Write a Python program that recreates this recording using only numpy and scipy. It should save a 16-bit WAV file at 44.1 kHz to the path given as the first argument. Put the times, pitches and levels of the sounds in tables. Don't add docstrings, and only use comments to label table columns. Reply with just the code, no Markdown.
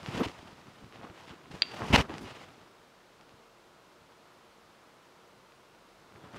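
import sys
import numpy as np
from scipy import signal
from scipy.fft import rfft, irfft
from scipy.io import wavfile
from scipy.ndimage import uniform_filter1d

SR = 44100
rng = np.random.default_rng(int(sys.argv[2]) if len(sys.argv) > 2 else 0)


def to_wav(sig):
    pcm = np.clip(np.atleast_2d(sig), -1, 1) * 32767
    pcm = np.round(pcm).astype(np.int16)
    wavfile.write(sys.argv[1], SR, pcm.T)


def volts_from_db(level):
    exponent = np.asarray(level, float) / 20
    return 10 ** exponent


N = 281534


def unit(x):
    return x / np.sqrt(np.mean(x ** 2))


def colour(x, points):
    hz, db = np.transpose(points)
    size = 8192
    grid = np.maximum(np.fft.rfftfreq(size, 1 / SR), 1)
    gain_db = np.interp(np.log(grid), np.log(hz), db)
    cepstrum = irfft(np.log(volts_from_db(gain_db)))
    cepstrum[1:size // 2] *= 2
    cepstrum[size // 2 + 1:] = 0
    impulse = irfft(np.exp(rfft(cepstrum)))
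    return signal.fftconvolve(x, impulse)[:len(x)]


def band(x, lo_hz, hi_hz, order=2):
    return signal.sosfilt(signal.butter(order, [lo_hz, hi_hz], "band", fs=SR, output="sos"), x)


def walk(rate):
    hold = int(SR / rate)
    steps = np.repeat(rng.standard_normal(N // hold + 1), hold)
    return 1.73 * uniform_filter1d(uniform_filter1d(steps, hold), hold)[:N]


def ring(hz, t60, length=.25):
    t = np.arange(int(length * SR)) / SR
    return np.sin(2 * np.pi * hz * t) * np.exp(-np.log(1000) * t / t60)


def add(out, s, x):
    i = int(s * SR)
    out[i:i + len(x)] += x[:len(out) - i]


def slips(rate, spread_db):
    happens = rng.random(N) < rate / SR
    size = np.minimum(rng.exponential(size=N), 3.5)
    sign = np.where(rng.random(N) < .7, -1., 1.)
    return happens * volts_from_db(spread_db * size) * sign


def strokes(table):
    edge_db, roundness = -18.5, 1.45
    power = np.zeros((2, N))
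    for peak, rise, fall, db, other_db in table:
        rise, fall = max(rise, .003), max(fall, .003)
        first = max(int((peak - 3 * rise) * SR), 0)
        last = min(int((peak + 3 * fall) * SR), N)
        t = np.arange(first, last) / SR - peak
        distance = np.where(t < 0, -t / rise, t / fall)
        shape = volts_from_db(db + edge_db * distance ** roundness) ** 2
        power[:, first:first + len(t)] += shape * volts_from_db(np.array([[0], [other_db]])) ** 2
    return power


def scrapes():
    # start_s, end_s, first_scratch_db, last_scratch_db, hiss_over_scratch_db
    drags = [
        (.231, 0.264, -38, -40.5, -13),
        (1.927, 1.966, -27, -22, -14),
        (1.973, 2.017, -29.5, -34.5, -12),
    ]
    catch_s = 0.005
    t = np.arange(N) / SR
    power = np.zeros((2, N))
    for start, end, first_db, last_db, hiss_db in drags:
        edges = np.clip(np.minimum(t - start, end - t) / catch_s + .5, 0, 1) ** 2
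        drag_db = np.interp(t, [start, end], [first_db, last_db])
        power += (edges * volts_from_db(drag_db + np.array([[0], [hiss_db]]))) ** 2
    return power


def cloth():
    # time_s, contact_db
    contact = [(0, -53), (.1, -49.5), (.19, -42.5), (.212, -48.5), (.33, -55.5), (.9, -64), (1.12, -64),
               (1.27, -58.5), (1.43, -66.5), (1.6, -56), (1.68, -57), (1.9, -42.5), (2.03, -53),
               (2.075, -63), (2.095, -53.5), (2.44, -57.5), (2.47, -62), (2.9, -77)]
    rest_db = [-1, 0.5, -3.5, -11.5]
    # peak_s, rise_s, fall_s, bump_db,
    # rub_over_bump_db
    tugs = [(.09, 0.022, .04, -42, -6), (.15, 0.058, 0.063, -37, -12), (.198, 0.011, .02, -27, -15),
            (.212, 0.019, 0.017, -38, 4.5), (.232, 0.0056, 0.025, -38, 1.5),
            (.264, 0.0089, 0.023, -32, -15.5), (.677, 0.028, .03, -49.5, -14),
            (.839, 0.072, 0.11, -52.5, -14), (.954, 0.037, 0.11, -49, -11), (1.042, 0.077, 0.065, -54.5, 5),
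            (1.11, 0.047, .012, -51, -4.5), (1.32, 0.032, 0.045, -48.5, -5.5), (1.46, 0.04, 0.045, -60, 1),
            (1.505, 0.015, 0.044, -49, -5), (1.556, 0.045, 0.056, -47, -6), (1.746, 0.048, 0.037, -54, 4),
            (1.816, 0.033, 0.091, -42, 3), (1.904, 0.007, 0.029, -29.5, -21), (1.94, 0.019, 0.021, -18, -6),
            (1.99, 0.022, 0.036, -22, -7.5), (2.046, 0.016, 0.026, -45.5, 1), (2.1, 0.023, 0.11, -42, -2.5),
            (2.22, 0.16, 0.11, -44.5, -11), (2.438, 0.032, 0.038, -56, -14),
            (2.617, 0.057, .03, -64, 3), (3.222, 0.078, 0.034, -64, 2.5), (3.31, 0.044, 0.08, -63, -1),
             (6.178, 0.094, 0.066, -54.5, -5.5), (6.24, 0.036, 0.11, -53, -1.5),
             (6.36, .07, 0.09, -49.5, -2.5)]
    # peak_s, rise_s, fall_s, scratch_db, hiss_over_scratch_db
    slides = [(.084, 0.042, 0.051, -47, -10.5), (.15, 0.043, .05, -45, -14), (.197, .04, .012, -47, -16),
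              (.24, 0.0073, 0.0074, -41, -17), (.28, 0.021, 0.06, -50, -11),
              (.954, 0.05, 0.045, -58.5, -19), (1.042, 0.088, .03, -60, -20),
              (1.166, 0.029, 0.2, -58.5, -11), (1.284, .03, 0.1, -54.5, -14), (1.477, 0.024, .02, -61, -14),
              (1.516, 0.014, .03, -55, -10), (1.556, 0.035, 0.064, -57, -7), (1.69, 0.053, 0.25, -55, -18),
              (1.76, 0.066, 0.071, -53, -8.5), (1.95, .015, .012, -24.5, -14),
              (1.968, .004, 0.0067, -37, -10), (2.022, .006, 0.0066, -43, -8), (2.23, .04, .06, -63, 0),
              (2.14, 0.04, 0.041, -52.5, -20), (2.18, .011, 0.081, -64, -1),
              (2.27, 0.043, 0.21, -51, -13.5), (2.435, 0.11, .03, -57.5, -12), (6.24, .05, 0.081, -64, -11),
              (6.38, 0.097, .05, -56.5, -8)]
    # freq_hz, density_db (dB per Hz)
    bump_tone = [(18, -49), (30, -17.5), (91, 1), (192, 1), (306, -2), (347, -1), (380, -6.5), (450, -2.5),
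                 (580, -32), (990, -120)]
    # freq_hz, density_db (dB per Hz)
    scratch_tone = [(710, -20), (1200, -11), (1290, -8.5), (1540, -18), (1750, 2.5), (2440, 3.5), (2930, 7),
                    (3370, -0.5), (7000, -22.5), (9100, -61), (15400, -120)]
    # freq_hz, density_db (dB per Hz)
    brush_tone = [(710, -32), (1200, -7.5), (1800, -3.5), (1980, -4), (2440, -5), (3350, -3.5),
                  (7000, -21.5), (9100, -45.5), (15400, -120)]
    # freq_hz, density_db (dB per Hz)
    hiss_tone = [(2940, -17), (5000, 0), (6800, -8.5), (8900, -11.5), (10400, -15.5), (13200, -21),
                 (15800, -24.5)]
    slide_rub_db = -0.5
    heave_db = -31.5
    hard_db = -49.5
    vent_hz = 48

    pull, pull_rub = strokes(tugs)
    slide, slide_hiss = strokes(slides) + scrapes()
    moved = np.array([pull, pull_rub + volts_from_db(slide_rub_db) ** 2 * slide, slide, slide_hiss])
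    contact_db = np.interp(np.arange(N) / SR, *np.transpose(contact))
    resting = volts_from_db(contact_db + np.array(rest_db)[:, None]) ** 2
    gains = np.sqrt(moved + resting)

    jerks, fibres, grip = slips(900, 2.38), slips(9000, 3.3), walk(140)
    bump = unit(colour(jerks, bump_tone)) * volts_from_db(1.18 * walk(30))
    heave = gains[0] / (gains[0] + volts_from_db(heave_db))
    bump = bump + volts_from_db(-4.5) * heave * unit(band(jerks, 48, 82, order=3))
    rub = unit(band(0.26 * jerks + slips(4000, 1.42), 372, 1320)) * volts_from_db(1.27 * grip)
    hard = gains[2] / (gains[2] + volts_from_db(hard_db))
    digging = hard * unit(colour(fibres, scratch_tone))
    brushing = (1 - hard) * unit(colour(fibres, brush_tone))
    scratch = (digging + brushing) * volts_from_db(1.4 * grip)
    hiss = unit(colour(fibres + 1.2 * rng.standard_normal(N), hiss_tone)) * volts_from_db(1.05 * grip)
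    vent = signal.butter(2, vent_hz, "high", fs=SR, output="sos")
    return signal.sosfilt(vent, (gains * np.array([bump, rub, scratch, hiss])).sum(axis=0))


def kitchen():
    # freq_hz, density_db (dB per Hz)
    air_tone = [(12, -43), (20, -28), (65, -15), (162, -6.5), (317, -8), (354, -3), (419, -7.5),
                (456, -6.5), (673, -6), (753, -8.5), (941, -6.5), (1350, -8.5), (1740, -14), (4130, -19),
                (15800, -37.5)]
    # pitch_hz, level_db (rms)
    fridge = [
        (39, -84.5),
        (344.5, -82),
        (463, -75),
    ]
    air_db, waver_db = -59, 2.0
    out = unit(colour(rng.standard_normal(N), air_tone)) * volts_from_db(air_db + .3 * walk(2.69))
    t = np.arange(N) / SR
    for hz, db in fridge:
        out += np.sqrt(2) * volts_from_db(db + waver_db * walk(3.6)) * np.sin(2 * np.pi * hz * t)
    return out


def ticks():
    # time_s, peak_db, sign (push or pull), top_hz
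    snaps = [(0.0315, -36.4, 1, 4740), (0.0617, -24.2, -1, 3400), (0.2855, -28.8, -1, 4220),
             (0.6708, -43.9, 1, 3750), (0.8459, -43.1, -1, 3320), (0.9251, -39.4, 1, 3140),
             (0.9592, -39.1, 1, 3100), (1.0137, -37.5, 1, 1460), (1.0347, -41.8, -1, 2200),
             (1.0513, -38.1, 1, 1590), (1.0995, -38.4, 1, 2450), (1.4583, -40, -1, 1640),
             (1.5159, -42, -1, 4050), (1.6727, -39.5, 1, 4610), (1.8203, -20.5, 1, 1300),
             (2.0956, -32.1, -1, 2600), (2.1057, -32.0, -1, 2280), (2.1409, -32.5, -1, 3790),
             (2.1826, -28, -1, 5000), (2.5062, -43.8, -1, 3190), (2.6156, -46.1, 1, 3570),
             (3.2113, -42, 1, 4200), (3.2936, -44.1, -1, 3750), (5.522, -43.5, -1, 3060),
             (5.7496, -48.6, -1, 2840), (6.123, -46.5, -1, 1940), (6.1599, -42, -1, 2000),
             (6.3448, -36, -1, 1800), (6.3706, -40.7, -1, 1640)]
    vent = signal.butter(1, 350, "high", fs=SR, output="sos")
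    out = np.zeros(N)
    cavity = volts_from_db(-37.0) * ring(3000, 0.0116, length=.01)
    cavity[0] += 1
    for s, db, sign, hi_hz in snaps:
        width = int(1.1 * SR / hi_hz) + 2
        jolt = np.convolve(np.hanning(width) ** 2, cavity)
        jolt = signal.sosfilt(vent, jolt)
        add(out, s - width / 2 / SR, sign * volts_from_db(db + 2.5) * jolt / abs(jolt).max())
    return out


def judder():
    # time_s, level_db
    series = [(0.076, -63), (0.087, -35.5), (0.129, -66), (0.164, -41), (.196, -35), (.201, -27),
              (0.213, -27.5), (0.223, -26.5), (0.23, -50)]
    jump_hz = [150, 170, 190, 220, 270, 370, 330, 250, 250]
    s, db = np.transpose(series)
    t = np.arange(int(s[0] * SR), int(s[-1] * SR)) / SR
    rate_hz = np.interp(t, s, jump_hz) * (1 + 0.143 * walk(147.0)[:len(t)])
    phase = np.cumsum(rate_hz) / SR
    swing = -np.exp(1.7 * np.cos(2 * np.pi * phase)) * volts_from_db(2.2 * walk(121.0)[:len(t)])
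    out = np.zeros(N)
    add(out, s[0], unit(band(swing, 80, 1400)) * volts_from_db(np.interp(t, s, db)))
    return out


def squeak():
    # start_s, end_s, pitch_hz, width_hz, level_db
    cries = [
        (.192, .223, 12100, 120, -62),
        (.196, .224, 10750, 120, -62),
        (1.733, 1.757, 640, 160, -44),
        (1.788, 1.8, 800, 300, -44),
        (2.205, 2.245, 9500, 4000, -66),
    ]
    out = np.zeros(N)
    for start, end, hz, width_hz, db in cries:
        n = int((end - start) * SR)
        tone = band(rng.standard_normal(n), hz - width_hz / 2, hz + width_hz / 2, order=1)
        add(out, start, volts_from_db(db) * np.hanning(n) ** .4 * unit(tone))
    return out


def thumps():
    # time_s, peak_db, pitch_hz
    knocks = [(0.264, -19, 117), (0.389, -41, 80.7), (0.429, -34, 272), (0.528, -36, 170),
              (0.659, -42, 161), (0.829, -47, 51.1), (1.041, -31.5, 229), (1.099, -36, 119),
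              (1.308, -40, 118), (1.51, -33.5, 153), (1.54, -29, 147), (1.721, -42, 153), (1.821, -26, 110),
              (1.902, -14, 132), (1.996, -15, 134), (2.098, -24.5, 312), (2.139, -31, 191),
              (2.248, -36, 86.6), (2.317, -39, 125), (2.431, -53, 135), (2.58, -37.5, 343),
              (3.337, -46, 103), (4.018, -47, 164), (6.24, -45, 137), (6.348, -50, 99.6)]
    out = np.zeros(N)
    for s, db, hz in knocks:
        swing = ring(hz, 4.5 / hz)
        onset = np.minimum(np.arange(len(swing)) * hz / SR / 0.53, 1)
        add(out, s, -volts_from_db(db) * swing * onset)
    return out


def cap():
    hit_s = [1.6201, 1.6277, 1.6309, 1.6535]
    # level_db, cap_ring_share (0-1)
    hits = [
        (-5.5, 0.71),
        (-22, 0.3),
        (-19, 0.1),
        (-32, 0.05),
    ]
    mode_hz = [834, 1372, 1733, 2266, 2697, 2760, 3262, 3698, 4690, 4640, 7030, 9500, 12900]
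    mode_sense = [-1, 1, -1, 1, -1, -1, 1, -1, 1, 1, -1, 1, -1]
    # level_db, t60_s
    modes = [(-26, 0.0054), (-24, 0.01124), (-17.5, 0.0054), (-13, 0.00626), (-17, 0.012), (-48.5, 0.38),
             (-11, 0.0097), (-8, 0.0034), (-0.5, 0.019), (-47.5, 0.46), (-13, 0.014), (-21, .011),
             (-27.5, .008)]
    # freq_hz, gain_db
    muffle = [(100, 6.5), (4000, 3), (4850, -1.05), (5150, -14.5), (8000, -14.5), (16000, -21.5)]
    blur_per_s = 160
    room_t60_s, room_db = 0.55, -22.5

    out = np.zeros(N)
    length = int(.25 * SR)
    rise = np.clip(np.arange(length) / 9.2, 0, 1)
    for s, (hit_db, share) in zip(hit_s, hits):
        body = np.zeros(length)
        for hz, sense, (mode_db, t60) in zip(mode_hz, mode_sense, modes):
            mode = volts_from_db(hit_db + mode_db) * ring(hz, t60) * sense
            if t60 > .1:
                mode = mode * walk(blur_per_s)[:length]
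            if hz > 4000:
                mode = mode * share
            body += mode
        add(out, s, body * np.sin(np.pi / 2 * rise) ** 2)
    out = colour(out, muffle)
    t = np.arange(int(.5 * SR)) / SR
    tail = rng.standard_normal(len(t)) * np.exp(-np.log(1000) * t / room_t60_s) * (t > .012)
    return out + volts_from_db(room_db) * signal.fftconvolve(out, tail / np.sqrt(np.sum(tail ** 2)))[:N]


def seam_crack():
    crack_s, crack_db, crack_ms = 1.9601, -1.6, .22
    out = np.zeros(N)
    width = int(crack_ms * SR / 1000) + 2
    push = np.pad(np.hanning(width), (0, 300))
    add(out, crack_s, volts_from_db(crack_db) * band(push, 370, 12000, order=1))
    return out


def scene():
    handling = cloth() + ticks() + judder() + squeak() + thumps() + seam_crack()
    return (handling + kitchen() + cap())[None, :]


def roll_off(x):
    return signal.sosfilt(signal.butter(12, 15920, fs=SR, output="sos"), x)


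def record(dry):
    top = signal.ellip(10, .2, 80, 15700, fs=SR, output="sos")
    mix = signal.sosfilt(top, dry)
    return roll_off(mix)


dry = scene()
out = record(dry)
to_wav(out)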